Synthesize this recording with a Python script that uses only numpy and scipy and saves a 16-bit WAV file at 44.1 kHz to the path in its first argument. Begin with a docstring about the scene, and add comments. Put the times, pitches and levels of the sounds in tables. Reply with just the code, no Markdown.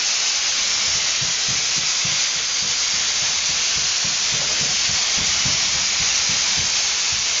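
"""A bare room, drywall ceiling being textured. A hopper gun sprays mud: loud, steady air hiss,
its colour drifting as the gun moves and the reflections shift. Closer, a pole brush stomps the
wet ceiling about 3.5 times a second: panels thud, bristles slap, the room booms; one short
scrape. Underneath, a low rumble, probably the compressor. Mono, band-limited."""
import sys
import numpy as np
from scipy.fft import rfft, irfft, next_fast_len
from scipy.io import wavfile
from scipy.ndimage import map_coordinates

SR = 44100
rng = np.random.default_rng(int(sys.argv[2]) if len(sys.argv) > 2 else 0)


def to_wav(s):
    """Save 16-bit WAV."""
    ch = np.atleast_2d(s).T  # columns
    pcm = np.round(np.clip(ch, -1, 1) * 32767)  # PCM
    wavfile.write(sys.argv[1], SR, pcm.astype(np.int16))


N = 326340

# Spectra of nozzle hiss, jet body, low rush: f/Hz, relative density/dB
HISS_SPECTRUM = [(2000, -26.5), (3200, -15), (4000, -4.5), (4900, 0), (5500, 0.5), (6100, 1.5), (6600, 1),
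                 (7000, -4.5), (7280, -7.5), (7500, -41)]
JET_SPECTRUM = [(900, -21), (1500, -9), (1900, -5.5), (2130, 0), (2700, 0), (3100, 0.1), (3600, -0.34),
                (4500, -3), (7000, -38)]
RUSH_SPECTRUM = [(100, -18.5), (250, -15), (370, -9.5), (450, -2), (530, -1.5), (640, 0.8), (950, 0.3),
                 (1400, 1), (1900, 1.5), (3500, -29.5)]
# Spray envelope as the gun moves: t/s, level/dB
SPRAY_ENVELOPE = [(0, -22), (.8, -21), (1, -22), (1.9, -22.5), (2.33, -22.5), (2.47, -23.5), (2.7, -22.5),
                  (3.75, -21.5), (4.05, -22), (4.6, -21.5), (5.5, -20.5), (5.85, -21), (6.25, -21),
                  (6.9, -21), (7.15, -22), (7.4, -21.5)]
# Near reflections: nominal delay/s, relative gain
REFLECTIONS = [(.0009, 0.15), (.0028, 0.12), (.0075, 0.18), (.013, 0.23)]
# Brush blows: t/s, level/dB, relative flex/dB, relative knock/dB
BLOWS = [(0.871, -46, 6.5, -5), (0.948, -41.5, -2, -14), (1.211, -33.5, -19, -17.5),
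         (1.484, -31, -11.5, -19.5), (1.764, -35, -14, -8), (2.046, -33.5, -20, -12.5),
         (2.353, -45, -3, -16), (2.62, -36.5, -7, -9), (2.928, -48.5, 2.5, -2), (3.219, -43, -2.5, -4),
         (3.49, -42.5, 0, -7.5), (3.759, -36.5, -2, -21.5), (4.043, -37, -12, -3.5), (4.322, -34, -12, -11),
         (4.609, -32.5, -15, -10.5), (4.887, -37, 0.5, -9), (5.172, -37.5, 1, -1), (5.2, -40, -4, -2),
         (5.453, -30.5, -4, -6.5), (5.737, -39.5, -3, -11.5), (5.998, -39, 2.5, -9),
         (6.289, -35.5, -4, -10.5), (6.571, -33.5, 0, -11), (7.12, -40.5, 2.5, -16)]
# Struck panel: ratio to main tone, level/dB, t60/s
PANEL_MODES = [(.8, -11.5, 0.28), (1, 0, 0.17), (1.17, -9, 0.24), (1.33, -10.5, 0.25)]
# Joists and room flexing behind the panel: f/Hz, level/dB, t60/s
FLEX_MODES = [(46, -6.5, 0.24), (60, -1.5, .45), (79, -0.5, 0.38), (98, 0.5, 0.38)]
# Hard contact of the brush block: f/Hz, level/dB, t60/s
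KNOCK_MODES = [(200, 2, 0.26), (230, -5.5, .18), (264, 1, 0.27), (307, -8, 0.21), (433, -10, 0.33),
               (567, -8.5, 0.29)]
# Rumble spectrum: f/Hz, relative density/dB
RUMBLE_SPECTRUM = [(20, -12.5), (30, -8), (43, -3), (54, -4.5), (70, 4.5), (84, 0.5), (97, 0.5),
                   (122, -7.5), (180, -2.5), (212, 1.5), (240, -8), (350, -8), (600, -31.5)]
# Rumble envelope: t/s, level/dB
RUMBLE_ENVELOPE = [(.3, -59), (.65, -48), (2.3, -55.5), (3.2, -46.5), (4, -55.5), (4.5, -39.5), (5.05, -48),
                   (5.6, -40.5), (6, -46.5), (7.4, -49.5)]


def spray_gun(sputter_db=0.45, flutter_db=0.48, drift_db=0.24):
    """Air tears mud apart at the nozzle; uneven feed makes the jet sputter slightly."""
    level_db, = curves(SPRAY_ENVELOPE)
    mean_db = level_db.mean()
    feed_db = sputter_db * wobble(rate_hz=22)
    # spectrum, offset/dB, envelope depth, reflection gain
    bands = [(HISS_SPECTRUM, 0, 0.78, 1.1), (JET_SPECTRUM, -4.5, 1, 1.06),
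             (RUSH_SPECTRUM, -14, 1.3, 1.07)]
    out = np.zeros(N)
    for spectrum, offset_db, depth, wall_gain in bands:
        band_db = mean_db + offset_db + depth * (level_db - mean_db)
        turbulence_db = flutter_db * wobble(rate_hz=30)
        aim_db = drift_db * wobble(rate_hz=4)
        air = wall_reflections(noise(spectrum), wall_gain)
        out += amp(band_db + feed_db + turbulence_db + aim_db) * air
    return out


def wall_reflections(x, wall_gain, delay_spread=0.25, sweep_hz=3):
    """Bare surfaces comb the sound; paths crossfade as the gun sweeps. Output rms 1."""
    out, n = x.copy(), np.arange(N)
    for delay_s, gain in REFLECTIONS:
        path, blend = np.divmod(n * sweep_hz / SR + rng.random(), 1)
        lags = (SR * delay_s * np.exp(delay_spread * rng.standard_normal(64))).astype(int)
        old, new = (x[(n - lags[path.astype(int) + k]) % N] for k in (0, 1))
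        fade_rad = blend * np.pi / 2
        out += wall_gain * gain * (old * np.cos(fade_rad) + new * np.sin(fade_rad))
    return unit(out)


def brush_stomps(panel_db=8.5, rebound_s=0.068, rebound_db=-7, room_t60_s=0.53, slap_t60_s=0.45):
    """Each blow rings the ceiling and rebounds once; bristles slap wet mud, the room booms."""
    out, t = np.zeros(N + SR), np.arange(SR * 3 // 5) / SR
    room = noise([(25, -23.5), (55, -11), (100, -2.5), (150, -8.5), (200, -6), (300, -9),
                  (600, -43), (2000, -79.5)])
    bristles = noise([(200, -14.5), (450, 3), (700, 2), (1200, -11.5), (6000, -40)])
    onset = 1 - np.exp(-t / 0.0059)
    typical_blow_db = -37.5
    for start_s, blow_db, flex_db, knock_db in BLOWS:
        start = round(start_s * SR)
        panel_hz = 152.2 + 0.75 * knock_db  # softer contact rings lower
        strike = ring(PANEL_MODES, t, panel_hz)
        rebound = amp(rebound_db) * ring(PANEL_MODES, np.maximum(t - rebound_s, 0), panel_hz)
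        flex = amp(flex_db + 1) * ring(FLEX_MODES, t)
        knock = amp(knock_db + 3) * ring(KNOCK_MODES, t)
        thud = amp(blow_db) * (amp(panel_db) * (strike + rebound) + flex + knock)
        boom = amp(blow_db - 6 - 60 * t / room_t60_s) * np.roll(room, -start)[:len(t)]
        slap_db = -43 + 0.7 * (blow_db - typical_blow_db)
        slap = amp(slap_db - 60 * t / slap_t60_s) * np.roll(bristles, -start)[:len(t)]
        out[start:start + len(t)] += thud + (boom + slap) * onset
    return out[:N]


def ring(modes, t, freq_scale=1, attack_s=0.0034, spread_db=0.3, detune=0.014):
    """Damped modes after a soft blow; pitch, level and phase vary per call."""
    freq, level_db, t60_s = np.transpose(modes)[:, :, None]
    f_hz = freq_scale * freq * (1 + detune * rng.standard_normal(freq.shape))
    decay = amp(level_db + spread_db * rng.standard_normal(freq.shape) - 60 * t / t60_s)
    phase_rad = 2 * np.pi * (f_hz * t + rng.random(freq.shape))
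    return np.sum(decay * np.sin(phase_rad), axis=0) * (1 - np.exp(-t / attack_s))


def brush_scrape(start_s=4.32, end_s=4.74, ramp_s=0.031, level_db=-43, rough_db=4):
    """The brush, pressed hard, drags once along the wet ceiling."""
    t = np.arange(N) / SR
    stroke = np.clip(np.minimum(t - start_s, end_s - t) / ramp_s, 0, 1)
    friction = noise([(200, -23), (350, -12), (430, -5), (550, 1), (660, -3), (900, -8), (3000, -48)])
    return stroke * amp(level_db + rough_db * wobble(rate_hz=40)) * friction


def rumble(waver_db=1):
    """Uneven drone, probably the compressor, swelling in the room's low resonances."""
    level_db, = curves(RUMBLE_ENVELOPE)
    return amp(level_db + waver_db * wobble(rate_hz=4)) * noise(RUMBLE_SPECTRUM)


def amp(db):
    """dB to gain."""
    return 10 ** (np.asarray(db) / 20)


def unit(x):
    """Scale to rms 1."""
    return x / np.sqrt(np.mean(x ** 2) + 1e-20)


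def curves(rows):
    """Per-sample curve for each column after t/s."""
    times_s, *columns = np.transpose(rows)
    return [np.interp(np.arange(N) / SR, times_s, column) for column in columns]


def wobble(rate_hz):
    """Smooth curve through random knots."""
    knots = rng.standard_normal(int(N * rate_hz / SR) + 4)
    return map_coordinates(knots, [np.arange(N) * rate_hz / SR])


def filtered(x, response):
    """FFT filter; response maps f/Hz to gain."""
    size = next_fast_len(N + SR // 2)
    return irfft(rfft(x, size) * response(np.fft.rfftfreq(size, 1 / SR)), size)[:N]


def noise(spectrum):
    """Noise of rms 1, shaped by (f/Hz, density/dB) points on a log axis."""
    f_hz, db = np.transpose(spectrum)
    white = rng.standard_normal(N)
    return unit(filtered(white, lambda hz: amp(np.interp(np.log(hz + 1), np.log(f_hz), db))))


def scene():
    """All sources at one microphone, same on both channels."""
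    mono = spray_gun() + brush_stomps() + brush_scrape() + rumble()
    return np.array([mono, mono])


def record(dry, cutoff_hz=7560):
    """Steep low-pass: a small camera's band limit."""
    return np.array([filtered(x, lambda hz: 1 / (1 + (hz / cutoff_hz) ** 300)) for x in dry])


dry = scene()
out = record(dry)
to_wav(out)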